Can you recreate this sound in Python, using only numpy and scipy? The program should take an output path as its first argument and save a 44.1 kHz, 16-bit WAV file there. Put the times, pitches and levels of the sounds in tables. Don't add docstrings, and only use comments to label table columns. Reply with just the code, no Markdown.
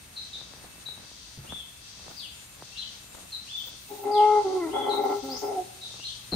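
import sys
import numpy as np
from scipy import signal
from scipy.fft import rfft, irfft, next_fast_len
from scipy.io import wavfile
from scipy.ndimage import uniform_filter1d, map_coordinates

SR = 44100
rng = np.random.default_rng(int(sys.argv[2]) if len(sys.argv) > 2 else 0)


def bounce(signal):
    frames = np.transpose(np.atleast_2d(signal))
    limited = np.clip(frames, -1, 1)
    pcm = np.round(limited * 32767).astype(np.int16)
    wavfile.write(sys.argv[1], SR, pcm)


N = 280035

# freq_hz, left_right_correlation
EAR_LIKENESS = [(110, 0.84), (380, 0.27), (2400, 0.082), (9000, 0)]
# freq_hz, gain_db
AIR_EQ = [(20, -37), (58, 1.5), (100, -5.5), (200, -6), (400, -15.5), (2300, -14.5), (3900, -33.5)]
# centre_hz, width_hz, level_db
CRICKET_BANDS = [(2650, 91, -62.5)]
# freq_hz, gain_db
BUZZ_EQ = [(2300, -14), (3200, 6.5), (4900, 8), (5350, 1.5), (5750, 7.5), (6400, 3.5), (7600, -5.5),
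           (8400, -2.5), (10500, -53)]
HISS_EQ = [(2000, -8), (3800, 1.5), (5300, -3.5), (5800, -1.5), (7100, -1), (7750, -8.5), (8300, 3),
           (9300, 1.5), (10500, -10.5), (15000, -33)]
SIZZLE_EQ = [(10000, -36), (11300, 6), (13500, 3), (15300, -7)]
# start_s, length_s, level_db
KATYDID_CUES = [(2.08, 0.14, -56), (3.559, 0.16, -49), (3.792, 0.27, -50), (4.93, 0.28, -51.5),
                (5.22, 0.29, -49)]
# start_s, level_db, pitch_hz, t60_s, rattle_width_hz
BUMP_CUES = [(1.374, -40, 137, 0.36, 200), (1.49, -48.5, 72.7, 1, 196), (6.321, -29, 184, 1, 670)]
# time_s, click_db, scuff_db
STEP_CUES = [(.413, -37.5, -60), (0.536, -36, -62), (0.649, -40.5, -60), (0.888, -37, -64),
             (0.977, -42, -55.5), (1.523, -27.5, -50.5), (2.081, -33.5, -52), (2.623, -30, -57),
             (3.184, -39.5, -53), (3.685, -40.5, -54), (5.941, -39, -53)]

# offset_s, pitch_hz, gain_db
CHIP_SHAPE = [(0, 4300, -9), (.008, 4070, -3), (.028, 3970, -5), (.052, 3930, -12.5)]
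SLUR_SHAPE = [(0, 2430, -19), (.032, 3444, -5.5), (.06, 3484, -3.5), (.1, 3535, -0.5), (.125, 3276, -5),
              (.15, 3060, -16)]
FALL_SHAPE = [(0, 4846, -3), (.016, 5150, -4.5), (.028, 4550, -1), (.04, 3670, -1.5), (.07, 3167, -3),
              (.105, 2590, -14)]
ARCH_SHAPE = [(0, 2650, -8.5), (.04, 2860, -6), (.06, 4096, 6), (.072, 4150, 3), (.084, 3653, 1),
              (.097, 3174, 1), (.115, 2900, -6)]
RISE_SHAPE = [(0, 4350, -7.5), (.032, 5320, -1.5), (.052, 5234, -10.5), (.068, 5900, -5), (.08, 7170, -9)]
THIN_SHAPE = [(0, 6990, -2), (.1, 7330, 1), (.19, 7220, -2)]
# start_s, gain_db, pitch_ratio
CHIP_CUES = [(0.16, -33.5, 1.002), (0.328, -35.5, 0.94), (0.855, -35.5, 0.97), (3.32, -33, 1),
             (4.892, -31, 0.98), (5.812, -35.5, 0.95), (6.317, -28.5, 1.01)]
SLUR_CUES = [(1.462, -35, 1), (3.469, -32.5, 1), (4.7, -35, 0.97)]
FALL_CUES = [(2.167, -36.5, 0.97), (4.112, -34.5, 0.98)]
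ARCH_CUES = [(2.721, -37.5, 1), (5.988, -37.5, 1.03)]
RISE_CUES = [(5.299, -31, 0.98)]
THIN_CUES = [(2.3, -60, 0.98), (3.019, -58.5, 1)]

# centre_hz, width_hz, gain_db
THROAT_MODES = [(345, 155, -5), (401, 61, -1), (550, 120, -10), (1330, 95, -10.5), (2070, 180, -19.5)]
# centre_hz, width_hz, gain_db
MOUTH_MODES = [(819.3, 99, 0.5), (884, 190, -17.5), (1087, 280, -19.5)]
# time_s, freq_ratio
MOUTH_OPENING = [(4.15, 0.98), (4.26, 1.02), (4.35, 0.96), (4.55, 1), (4.66, 0.95), (4.71, 0.998),
                 (5.45, 0.97), (5.49, 0.92)]
# time_s, pitch_hz
HOOT_PITCH = [(4.02, 396), (4.12, 417.1), (4.33, 422.2), (4.42, 412), (4.46, 384.6), (4.56, 378.7),
              (4.7, 305.5), (4.73, 408.4), (5.21, 404.6), (5.225, 271.7), (5.31, 267.6), (5.385, 244),
              (5.42, 413.8), (5.55, 405), (5.575, 377.2), (5.63, 362)]
# start_s, length_s, level_db, attack_s, release_s, swell_db_per_s, tilt_db_per_octave,
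# second_harmonic_db, shimmer_db
HOOT_CUES = [(4.004, 0.43, -20, 0.23, 0.075, 7.5, 0, 2.3, 0.9),
             (4.438, 0.29, -23.5, 0.018, 0.087, 19, -3, -5, 2.5),
             (4.725, 0.36, -39, 0.023, 0.023, 10, -1.5, 4, 3),
             (5.075, 0.15, -30.5, 0.021, 0.085, -67, -2, -5, 1.5),
             (5.222, 0.17, -26, 0.02, 0.062, 11, -11, 4.5, 1.8),
             (5.416, 0.15, -34, 0.027, 0.035, -13, -6, -1, 3.5),
             (5.552, 0.1, -32.5, 0.013, 0.06, -50, -10, 9.5, 2.2)]
# start_s, hold_s, level_db, bass_db, treble_db
RASP_CUES = [(3.889, 0.039, -38, 5, -6.5), (3.969, 0.034, -39.5, 0.5, -10), (4.025, 0.088, -32.5, 0.5, -3),
             (4.182, 0.22, -37, -9, 5), (4.437, 0.13, -37, 1, 0), (4.6, 0.11, -38.5, 8, 7),
             (4.724, 0.034, -24.5, -5, -3), (4.771, 0.046, -29, 1, 3.5), (4.83, 0.057, -25, -8, -3),
             (4.905, 0.093, -26.5, 2, 0.5), (5.023, 0.033, -25, -5.5, -3.5), (5.077, 0.046, -26.5, 0, -0.5),
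             (5.225, 0.14, -40.5, 1.5, 2.5), (5.41, 0.052, -31, -2.5, -6), (5.472, 0.05, -31, -6.5, -10),
             (5.536, 0.054, -38, 0, -11)]
# freq_hz, left_over_right_db
ROAR_PAN = [(330, 3.5), (378, -4.5), (418, 7), (520, -1.5), (830, 1.5), (2100, -1.5)]


def amp(db):
    return 10 ** (np.asarray(db) / 20)


def unit(x):
    return x / np.sqrt(np.mean(x ** 2) + 1e-20)


def along(points, hz):
    freqs, values = np.transpose(points)
    return np.interp(np.log(hz + 1), np.log(freqs + 1), values)


def curves(rows, t):
    times, *columns = np.transpose(rows)
    return [np.interp(t, times, column) for column in columns]


def clock(length_s):
    return np.arange(int(length_s * SR)) / SR


def wobble(rate, count=N):
    knots = rng.standard_normal(int(count * rate / SR) + 4)
    return map_coordinates(knots, [np.arange(count) * rate / SR])


def fade(t, edge_s):
    return np.sin(np.pi / 2 * np.clip(np.minimum(t - t[0], t[-1] - t) / edge_s, 0, 1)) ** 2


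def pan(left_db):
    return amp([[left_db / 2], [-left_db / 2]])


def add(track, start_s, x):
    part = track[..., max(round(start_s * SR), 0):][..., :x.shape[-1]]
    part += x[..., :part.shape[-1]]


def filtered(x, response):
    n = x.shape[-1]
    padded = next_fast_len(n + SR // 2)
    return irfft(rfft(x, padded) * response(np.fft.rfftfreq(padded, 1 / SR)), padded)[..., :n]


def peak(hz, centre, width):
    return 1 / (1 + (2 * (hz - centre) / width) ** 2)


def causal(gain):
    cepstrum = irfft(np.log(gain + 1e-6))
    half = len(cepstrum) // 2
    return np.exp(rfft(cepstrum * np.r_[1, np.full(half - 1, 2), 1, np.zeros(half - 1)]))


def stereo_noise(response):
    def mid_side_gains(hz):
        angle = np.arccos(np.clip(along(EAR_LIKENESS, hz), -1, 1)) / 2
        return response(hz) * np.array([np.cos(angle), np.sin(angle)])
    mid, side = filtered(rng.standard_normal((2, N)), mid_side_gains)
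    return unit(np.array([mid + side, mid - side]))


def eq_noise(eq):
    return stereo_noise(lambda hz: amp(along(eq, hz)))


def foliage(x, t60_s, wet_db, echoes_per_s):
    t = clock(.6)
    echoes = rng.standard_normal((2, len(t))) * amp(-60 * t / t60_s)
    echoes *= rng.random((2, len(t))) < echoes_per_s / SR
    echoes *= amp(wet_db) / np.linalg.norm(echoes, axis=1, keepdims=True)
    echoes[:, 0] += 1
    return signal.fftconvolve(x[None], echoes, axes=1) / np.sqrt(1 + amp(2 * wet_db))


def garden_bed(air_db=-54.5, hum_hz=118.7, nearing_db_per_s=2.5):
    t = np.arange(N) / SR
    air = amp(air_db + wobble(4.77)) * eq_noise(AIR_EQ)
    hum_db = -75 + nearing_db_per_s * t + 0.76 * wobble(3.5)
    hum = np.sqrt(2) * amp(hum_db) * np.sin(2 * np.pi * hum_hz * t)
    crickets = sum(amp(db) * unit(amp(wobble(7))) * stereo_noise(lambda hz: peak(hz, centre, width))
                   for centre, width, db in CRICKET_BANDS)
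    return air + hum + crickets


def cicada(first_buzz_s=0.4, period_s=.805, sizzle_lead_s=0.029, approach_db=3.5):
    def swing(t):
        return (1 + np.tanh(2 * np.cos(2 * np.pi * (t - first_buzz_s) / period_s))) / 2
    t = np.arange(N) / SR
    buzz_gain = swing(t) * amp(-51 + 0.49 * wobble(16))
    buzz = buzz_gain * stereo_noise(lambda hz: amp(along(BUZZ_EQ, hz)) * hz ** 2 / (hz ** 2 + 1500 ** 2))
    hiss = amp(-53 - 5 * swing(t) + 1.4 * wobble(28)) * eq_noise(HISS_EQ)
    sizzle = amp(-62 - 8 * swing(t + sizzle_lead_s) ** 2) * eq_noise(SIZZLE_EQ)
    return (buzz * pan(5.1) + hiss * pan(3.1) + sizzle) * amp(approach_db * (t / t[-1] + 0.5))


def katydid(pulse_hz=14, rasp_hz=14600):
    strokes = np.zeros(N)
    for start, length, db in KATYDID_CUES:
        t = clock(length)
        add(strokes, start, amp(db - 3 - 3 * np.cos(2 * np.pi * pulse_hz * t)) * fade(t, .025))
    return strokes * amp(2.2 * wobble(26)) * stereo_noise(lambda hz: peak(hz, rasp_hz, width=1500))


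def bumps(rattle_db=2, attack_s=0.0038):
    out, t = np.zeros(N), clock(0.33)
    for start, db, pitch, t60, width in BUMP_CUES:
        rumble = stereo_noise(lambda hz: peak(hz, 72, width) * hz ** 2 / (hz ** 2 + 50 ** 2))
        rattle = amp(rattle_db - 60 * t / t60) * rumble[0, :len(t)]
        ring = np.sin(2 * np.pi * pitch * t)
        envelope = amp(db - 60 * t / t60) * (1 - np.exp(-t / attack_s))
        add(out, start, envelope * (ring + rattle))
    return out


def footsteps(click_hz=1400, thud_hz=130, sink_s=0.00146, scuff_s=0.086,
              grit_hz=790, grit_db=-45, grit_spread_s=0.11):
    contacts = [(time, db, click_hz) for time, db, _ in STEP_CUES]
    for time, *_ in STEP_CUES:
        for when, force, tone in rng.standard_normal((2, 3)):
            contacts.append((time + grit_spread_s * when, grit_db + 3 * force, grit_hz * amp(3.25 * tone)))
    taps, t = np.zeros(N), clock(.1)
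    click_decay = amp(-60 * t / .008)
    thud_decay = amp(-11 - 60 * t / .095)
    envelope = (click_decay + thud_decay) * (1 - np.exp(-t / .0003))
    for start, db, sweep_hz in contacts:
        pitch = thud_hz + sweep_hz * np.exp(-t / sink_s)
        add(taps, start, amp(db) * envelope * np.sin(2 * np.pi * np.cumsum(pitch) / SR))
    now = np.arange(N) / SR
    rub = sum(amp(db) * np.exp(-((now - time) / scuff_s) ** 2) for time, _, db in STEP_CUES)
    grain = unit(amp(5 * wobble(120)))
    return taps + rub * grain * stereo_noise(lambda hz: peak(hz, centre=510, width=1760))


def bird(shape, cues, t60_s, wet_db, left_db, waver=0.014, trill=0, trill_hz=125):
    out, t = np.zeros((2, N)), clock(shape[-1][0])
    pitch, contour_db = curves(shape, t)
    for start, db, ratio in cues:
        bend = waver * wobble(298.6, len(t)) + trill * np.cos(2 * np.pi * trill_hz * t)
        phase = 2 * np.pi * np.cumsum(pitch * ratio * (1 + bend)) / SR
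        call = np.sqrt(2) * amp(db + contour_db) * np.sin(phase) * fade(t, 0.00076)
        add(out, start, foliage(call, t60_s, wet_db, echoes_per_s=2500))
    return out * pan(left_db)


def birds():
    chips = amp(4) * bird(CHIP_SHAPE, CHIP_CUES, t60_s=0.41, wet_db=8, left_db=5, waver=.016, trill=.04)
    slurs = bird(SLUR_SHAPE, SLUR_CUES, t60_s=0.5, wet_db=8.5, left_db=5)
    sweep_calls = [(FALL_SHAPE, FALL_CUES), (ARCH_SHAPE, ARCH_CUES), (RISE_SHAPE, RISE_CUES)]
    sweeps = sum(bird(shape, cues, t60_s=0.53, wet_db=9.5, left_db=6) for shape, cues in sweep_calls)
    thin_notes = bird(THIN_SHAPE, THIN_CUES, t60_s=0.97, wet_db=4, left_db=11, waver=0.034)
    return chips + slurs + sweeps + thin_notes


def throat(hz, opening):
    modes = list(THROAT_MODES) + [(centre * opening, width, db) for centre, width, db in MOUTH_MODES]
    power = sum((amp(db) * peak(hz, centre, width)) ** 2 for centre, width, db in modes)
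    return np.sqrt(power) / (1 + (200 / (hz + 1)) ** 6) / (1 + (hz / 2300) ** 16)


def rasps(fold_hz=136, jitter=.06, noise_share=.28, shudder_db=1.7, attack_s=0.024, fall_db_per_s=253):
    out = np.zeros(N)
    for start, hold, db, bass_db, treble_db in RASP_CUES:
        t = clock(hold + .2)
        cycles = np.cumsum(fold_hz * (1 + jitter * wobble(110, len(t)))) / SR
        slaps = np.diff(np.floor(cycles), prepend=0) * amp(4 * wobble(fold_hz, len(t)))
        puffs = rng.standard_normal(len(t)) * (1 + np.cos(2 * np.pi * cycles)) ** 2
        flow = np.sqrt(1 - noise_share) * unit(slaps) + np.sqrt(noise_share) * unit(puffs)
        opening, = curves(MOUTH_OPENING, start + hold / 2)
        eq = [(430, bass_db), (490, -4), (570, 2), (680, 0), (920, 0), (1050, treble_db)]
        voice = unit(filtered(flow, lambda hz: causal(throat(hz, opening) * amp(along(eq, hz)))))
        voice /= np.sqrt(np.abs(uniform_filter1d(voice ** 2, size=750)) + 1e-6)
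        shudder = unit(amp(shudder_db * np.clip(wobble(86.3, len(t)), -2, 1)))
        envelope = np.clip(t / attack_s, 0, 1) * amp(db - fall_db_per_s * np.maximum(t - hold, 0))
        add(out, start, voice * shudder * envelope)
    return out


def hoots(effort_db_per_octave=13.5, sag_tilt_db=20.5, edge_db=7, flutter_db=3, jitter_per_db=0.007):
    out = np.zeros(N)
    for start, length, db, attack, release, swell, tilt_db, second_db, shimmer_db in HOOT_CUES:
        t = clock(length)
        pitch, = curves(HOOT_PITCH, start + t)
        opening, = curves(MOUTH_OPENING, start + t)
        effort = np.sin(np.pi / 2 * np.clip(np.minimum(t / attack, (length - t) / release), 0, 1))
        jitter = jitter_per_db * shimmer_db * wobble(150.5, len(t))
        phase = 2 * np.pi * np.cumsum(pitch * (1 + jitter)) / SR
        sag_octaves = np.maximum(np.log2(np.median(pitch) / pitch), 0)
        slope_db = tilt_db + effort_db_per_octave * (effort - 1) + sag_tilt_db * sag_octaves
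        note_db = db + swell * (t - length / 2)
        for k in range(1, 8):
            harmonic_db = note_db + np.log2(k) * slope_db + shimmer_db * wobble(51, len(t))
            if k == 2:
                harmonic_db += second_db
            if k > 3:
                harmonic_db += -7 + flutter_db * wobble(153, len(t))
                harmonic_db += edge_db * np.tanh(20 * sag_octaves) * np.sign(k - 4.5)
            gain = amp(harmonic_db) * effort ** 1.28 * throat(k * pitch, opening)
            add(out, start, np.sqrt(2) * gain * np.sin(k * phase))
    return out


def howler_monkey(left_lead_s=0.00005):
    hoarse = foliage(rasps(), t60_s=.1, wet_db=1, echoes_per_s=3000)[:, :N]
    clean = foliage(hoots(), t60_s=.12, wet_db=-17, echoes_per_s=1500)[:, :N]
    roar = np.array([foliage(side, t60_s=1, wet_db=-14, echoes_per_s=600)[0, :N]
                     for side in hoarse + clean])
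    ears = np.array([[.5], [-.5]])
    def placement(hz):
        return np.exp(2j * np.pi * hz * left_lead_s * ears) * amp(along(ROAR_PAN, hz) * ears)
    return filtered(roar, placement)


def scene():
    return howler_monkey() + birds() + footsteps() + bumps() + cicada() + katydid() + garden_bed()


def record(dry, top_hz=15750):
    return filtered(dry, lambda hz: hz < top_hz)


dry = scene()
out = record(dry)
bounce(out)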